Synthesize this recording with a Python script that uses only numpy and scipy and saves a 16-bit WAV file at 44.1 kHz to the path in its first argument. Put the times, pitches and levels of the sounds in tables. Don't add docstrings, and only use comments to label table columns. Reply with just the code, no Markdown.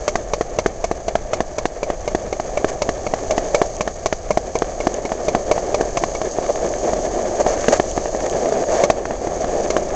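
import sys
import numpy as np
from scipy import signal
from scipy.fft import rfft, irfft, next_fast_len
from scipy.io import wavfile
from scipy.ndimage import map_coordinates

SR = 44100
rng = np.random.default_rng(int(sys.argv[2]) if len(sys.argv) > 2 else 0)


def materialize(psi):
    bounded = np.clip(np.atleast_2d(psi).T, -1, 1)
    quanta = np.round(bounded * 32767).astype(np.int16)
    wavfile.write(sys.argv[1], SR, quanta)


N = 438794


def amp(db):
    return 10 ** (np.asarray(db) / 20)


def unit(x):
    return x / np.sqrt(np.mean(x ** 2) + 1e-20)


def automation(points):
    return np.interp(np.arange(N) / SR, *np.transpose(points))


def wobble(rate_hz):
    knots = rng.standard_normal(int(N * rate_hz / SR) + 4)
    return map_coordinates(knots, [np.arange(N) * rate_hz / SR])


def filtered(x, response):
    size = next_fast_len(N + SR // 4)
    return irfft(rfft(x, size) * response(np.fft.rfftfreq(size, 1 / SR)), size)[:N]


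def coloured(x, spectrum):
    size = 2 ** 12
    hz, db = np.transpose(spectrum)
    gain = amp(np.interp(np.log(np.fft.rfftfreq(size, 1 / SR) + 1), np.log(hz), db))
    cepstrum = irfft(np.log(gain))[:size // 2]
    cepstrum[1:] *= 2
    impulse_response = irfft(np.exp(rfft(cepstrum, size)))
    return unit(signal.fftconvolve(x, impulse_response)[:N])


def noise(spectrum):
    return coloured(rng.standard_normal(N), spectrum)


def grains(spectrum, rate_hz, spread_db):
    hits = (rng.random(N) < rate_hz / SR) * rng.choice([-1, 1], N)
    sizes = amp(spread_db * np.clip(rng.standard_normal(N), -3, 2.5))
    return coloured(hits * sizes, spectrum)


def add(track, start_s, sound):
    part = track[max(round(start_s * SR), 0):][:len(sound)]
    part += sound[:len(part)]


def bursts(starts_s, levels_db, attack_s, t60_s):
    t = np.arange(SR // 8) / SR
    envelope = np.zeros(N)
    for start_s, db in zip(starts_s, levels_db):
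        add(envelope, start_s, amp(db - 60 * t / t60_s) * (1 - np.exp(-t / attack_s)))
    return envelope


def struck(starts_s, peaks_db, spectrum):
    blow = coloured(signal.unit_impulse(SR // 50), spectrum)[:SR // 50]
    track = np.zeros(N)
    for start_s, db in zip(starts_s, peaks_db):
        add(track, start_s, amp(db) * blow / np.abs(blow).max())
    return track


# freq_hz, level_db
WIND_EQ = [(10, -3), (25, -2.5), (42, -1), (65, -8.5), (110, -14), (200, -20), (500, -60)]


def wind():
    return amp(-32.5 + 0.83 * wobble(3.3)) * noise(WIND_EQ)


# start_s, level_db
HARNESS_TICKS = [(3.4857, -26), (3.7665, -25.5), (4.588, -20), (4.9419, -19), (6.378, -26), (7.9137, -22.5),
                 (8.2978, -21)]


def harness():
    start_s, level_db = np.transpose(HARNESS_TICKS)
    steel_eq = [(1500, -25), (3000, 5), (5000, -7), (6500, 19.5), (8500, -11)]
    return bursts(start_s, level_db + 3, attack_s=0.0001, t60_s=0.011) * noise(steel_eq)


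# time_s, level_db
BEARING_FADER = [(0.0, -43.5), (0.61, -46), (1.6, -45.5), (3.55, -39.5), (3.9, -44), (6.54, -37.5),
                 (8.76, -37.5), (8.95, -44), (9.62, -37.5), (9.95, -42)]
# freq_hz, level_db
HISS_EQ = [(1800, -30.5), (3000, -13.5), (3800, -15.5), (4500, -6.5), (5300, -8.5), (5900, -1), (6300, 2.5),
           (6570, 2), (6850, -2), (7200, -4), (8000, -14.5), (8700, -35.5)]
# freq_hz, level_db
WHISTLE_EQ = [(5600, -30), (6250, -6.5), (6570, 1), (6900, -8), (7600, -30.5)]


def bearings(rough_db, texture):
    fader_db = automation(BEARING_FADER)
    hiss_db = fader_db + 0.43 + 0.07 * rough_db + 0.49 * texture + 1.7 * wobble(90)
    whistle_db = -47 + 1.4 * (fader_db - fader_db.mean()) + 1.4 * wobble(11)
    hiss = amp(hiss_db) * grains(HISS_EQ, rate_hz=12000, spread_db=7)
    return hiss + amp(whistle_db) * noise(WHISTLE_EQ)


# time_s, level_db
PAVING_ROUGHNESS = [(0.0, -30.5), (0.8, -31.5), (1.08, -33.5), (2.13, -31.5), (2.88, -28), (3.52, -26),
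                    (3.88, -33.5), (4.1, -33.5), (4.46, -29), (4.82, -29.5), (4.93, -27), (5.82, -23),
                    (5.99, -28.5), (6.18, -28), (6.43, -25), (6.85, -21), (6.98, -25.5), (7.15, -22),
                    (7.57, -22), (7.9, -26.5), (8.26, -22), (8.42, -20.5), (8.7, -21), (9.03, -26.5),
                    (9.23, -25.5), (9.59, -20), (9.73, -23), (9.95, -24)]
# freq_hz, level_db
BOOM_EQ = [(60, -20), (130, -12.5), (250, -4.5), (310, -4), (360, 2.5), (430, 1), (520, -3), (800, -44.5)]
# freq_hz, level_db
DECK_EQ = [(250, -30), (400, -12), (480, -2.5), (620, 3.5), (730, -1), (850, -10.5), (1000, -16.5),
           (1200, -21.5), (1500, -34.5), (3000, -65.5)]
# freq_hz, level_db
GRIT_EQ = [(700, -16), (1150, 8), (1430, -0.5), (1750, 6.5), (2000, -1), (2250, 1.5), (2600, -6.5),
           (3500, -8), (5000, -25)]


def rolling():
    usual_paving_db = -26.5
    rough_db = automation(PAVING_ROUGHNESS) - usual_paving_db
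    texture = wobble(35)
    boom_db = -31.5 + 1.18 * rough_db + 2.2 * texture
    roar_db = -27 + 0.96 * rough_db + 1.72 * texture
    grit_db = -41 + 0.65 * rough_db
    boom = amp(boom_db) * grains(BOOM_EQ, rate_hz=1500, spread_db=4)
    roar = amp(roar_db) * grains(DECK_EQ, rate_hz=2500, spread_db=3.5)
    grit = amp(grit_db - 1.7 + 2.2 * texture) * grains(GRIT_EQ, rate_hz=3400, spread_db=3.5)
    pebbles = amp(grit_db - 11) * grains(GRIT_EQ, rate_hz=120, spread_db=9.5)
    return boom + roar + grit + pebbles + bearings(rough_db, texture)


# start_s, length_s, roar_db, grit_db
CRUMBLED_PATCHES = [(2.677, 0.033, -27, -32.5), (3.506, .19, -25, -45), (6.489, .022, -15, -37),
                    (6.87, 0.037, -18, -38), (7.396, 0.025, -15.5, -31), (7.453, 0.11, -19, -34.5),
                    (7.578, 0.12, -40, -35), (7.719, 0.0267, -11.5, -23), (7.736, 0.047, -34, -32),
                    (8.258, 0.012, -20, -31), (8.681, 0.199, -17, -33)]


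def scrunches():
    roar_swell, grit_swell = np.zeros((2, N))
    for start_s, length_s, roar_db, grit_db in CRUMBLED_PATCHES:
        fade = signal.windows.tukey(int(length_s * SR))
        add(roar_swell, start_s, amp(roar_db) * fade)
        add(grit_swell, start_s, amp(grit_db) * fade)
    roar, grit, hiss = [grains(eq, rate_hz=5000, spread_db=4) for eq in (DECK_EQ, GRIT_EQ, HISS_EQ)]
    return roar_swell * roar + grit_swell * (grit + hiss)


# start_s, level_db
STONE_SNAPS = [(6.5582, -18.5), (6.6752, -24), (6.7386, -17.5), (7.643, -16), (7.839, -30), (8.2053, -20.5),
               (8.328, -20), (8.6388, -21)]


def stones():
    start_s, level_db = np.transpose(STONE_SNAPS)
    return struck(start_s, level_db, GRIT_EQ) + struck(start_s, level_db + 2, DECK_EQ)


def deck_thuds(starts_s, levels_db, modes, attack_s, detune):
    t = np.arange(SR // 10) / SR
    pitch_hz, mode_db, t60_s = np.transpose(modes)[:, :, None]
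    track = np.zeros(N)
    for start_s, db in zip(starts_s, levels_db):
        pitch_jitter, level_jitter = rng.standard_normal((2, len(modes), 1))
        decay = amp(mode_db + 3.5 * level_jitter - 60 * t / t60_s)
        partials = decay * np.sin(2 * np.pi * pitch_hz * (1 + detune * pitch_jitter) * t)
        thud = partials.sum(axis=0) * (1 - np.exp(-t / attack_s))
        add(track, start_s, amp(db) * unit(thud))
    return track


# pitch_hz, level_db, t60_s
NOSE_MODES = [(204, -16, 0.095), (370, -17.5, 0.019), (474, -0.5, 0.043), (607.4, 10.5, 0.033),
              (715, -8, 0.044), (930, -13, 0.039)]
# freq_hz, level_db
FRONT_EQ = [(700, -1), (1100, 7.5), (1500, -9), (1950, -7), (2550, -5), (3500, -16), (5000, -33.5)]
# freq_hz, level_db
RATTLE_EQ = [(2000, -30), (3000, -12), (3800, -9), (4450, -3.5), (5100, -6.5), (6200, 2.5), (6700, -0.5),
             (7400, -7.5), (8700, -33)]


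def front_truck(start_s, blow_db, edge_db):
    clack_db = blow_db + edge_db
    thud = deck_thuds(start_s, blow_db - 10.5, NOSE_MODES, attack_s=0.00069, detune=0.041)
    clack = struck(start_s, clack_db - 3.5, FRONT_EQ)
    chatter = bursts(start_s, clack_db - 5, attack_s=0.0006, t60_s=0.04) * noise(FRONT_EQ)
    hanger_eq = [(1700, -35), (2040, -12.5), (2150, 5.5), (2320, 3.5), (2450, -6), (2900, -29)]
    ring = bursts(start_s, blow_db - 0.5, attack_s=0.0066, t60_s=0.034) * noise(hanger_eq)
    shake = bursts(start_s, clack_db - 11.5, attack_s=0.00048, t60_s=0.064)
    rattle = shake * grains(RATTLE_EQ, rate_hz=2500, spread_db=0.5)
    return thud + clack + chatter + ring + rattle


# pitch_hz, level_db, t60_s
TAIL_MODES = [(236, -21, 0.056), (360, -7, 0.022), (456, -5.5, 0.024), (655, 2, 0.02), (740, -8, 0.01),
              (1143, -24.5, 0.017)]
# freq_hz, level_db
REAR_EQ = [(700, -31), (1100, 4), (1450, -3.5), (1800, -1), (2300, -10), (3400, -15.5), (5000, -34)]


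def rear_truck(start_s, blow_db, edge_db):
    clack_db = blow_db + edge_db
    clack_delay_s = 0.00082
    clack_s = start_s + clack_delay_s
    thud = deck_thuds(start_s, blow_db - 10.5, TAIL_MODES, attack_s=0.00064, detune=0.048)
    clack = struck(clack_s, clack_db - 5.5, REAR_EQ)
    chatter = bursts(clack_s, clack_db - 7, attack_s=0.00015, t60_s=0.023) * noise(REAR_EQ)
    shake = bursts(start_s, clack_db - 18, attack_s=0.00033, t60_s=0.063)
    rattle = shake * grains(RATTLE_EQ, rate_hz=2500, spread_db=-1)
    return thud + clack + chatter + rattle


# start_s, front_db, rear_db, edge_db
SLAB_JOINTS = [(0.079, -12.5, -13.5, 6), (.335, -14.5, -13, 4), (.587, -12.5, -9.5, 3),
               (.841, -13, -13.5, 1), (1.082, -15, -9.5, 0.5), (1.333, -12.5, -12.5, 3),
               (1.583, -18.5, -13.5, 5.5), (1.83, -16, -14.5, 0), (2.077, -16, -11, 1.5),
               (2.327, -18.5, -16, 1.5), (2.573, -12, -8, -3), (2.819, -14.5, -14, 4.5),
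               (3.066, -16.5, -11, -0.5), (3.308, -14.5, -13, 4.5), (3.546, -7.5, -8.5, 2),
               (3.808, -15.5, -17, 6), (4.059, -14, -14, 5), (4.306, -11, -7, -3), (4.554, -13.5, -11, -1),
               (4.803, -18, -8.5, -1.5), (5.052, -17.5, -14.5, -0.5), (5.283, -11.5, -9, -1),
               (5.513, -8, -14.5, -1), (5.744, -13.5, -14.5, 3), (5.971, -15.5, -14.5, 7),
               (6.15, -21, -16, 2), (8.837, -8.5, -5, 2.5), (9.703, -14.5, -10.5, 3)]
# start_s, blow_db, edge_db
LONE_CRACKS = [(6.386, -14, -11.5), (6.933, -15, -1.5), (7.464, -10.5, -1), (7.683, -1.5, -0.5),
               (7.798, -6.5, -1.5), (7.977, -14, -1), (8.057, -18, -2), (8.148, -18, -7), (8.457, -21.5, 5),
               (8.523, -18, 1.5), (9.054, -22, 6), (9.108, -18.5, 0), (9.271, -20, 0), (9.444, -18, 3)]
# time_s, speed_m_per_s
BOARD_SPEED = [(0, 4.7), (.85, 4.99), (3.4, 5.06), (3.85, 5.33), (9.95, 5.75)]


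def wheel_hits():
    wheelbase_m = 0.36
    start_s, front_db, rear_db, edge_db = np.transpose(SLAB_JOINTS)
    lag_s = wheelbase_m / np.interp(start_s, *np.transpose(BOARD_SPEED))
    rear_hits = np.hstack([[start_s + lag_s, rear_db, edge_db], np.transpose(LONE_CRACKS)])
    return front_truck(start_s, front_db, edge_db) + rear_truck(*rear_hits)


def scene():
    board = rolling() + scrunches() + stones() + wheel_hits()
    return (board + harness() + wind())[None]


def record(dry):
    cutoff_hz, ceiling, top_hz = 8750, 0.72, 16000
    narrow = filtered(dry[0], lambda hz: 1 / np.sqrt(1 + (hz / cutoff_hz) ** 110))
    clipped = narrow / (1 + np.abs(narrow / ceiling) ** 12) ** (1 / 12)
    return filtered(clipped, lambda hz: amp(np.interp(hz, [8500, 9300], [0, -8])) * (hz < top_hz))[None]


dry = scene()
out = record(dry)
materialize(out)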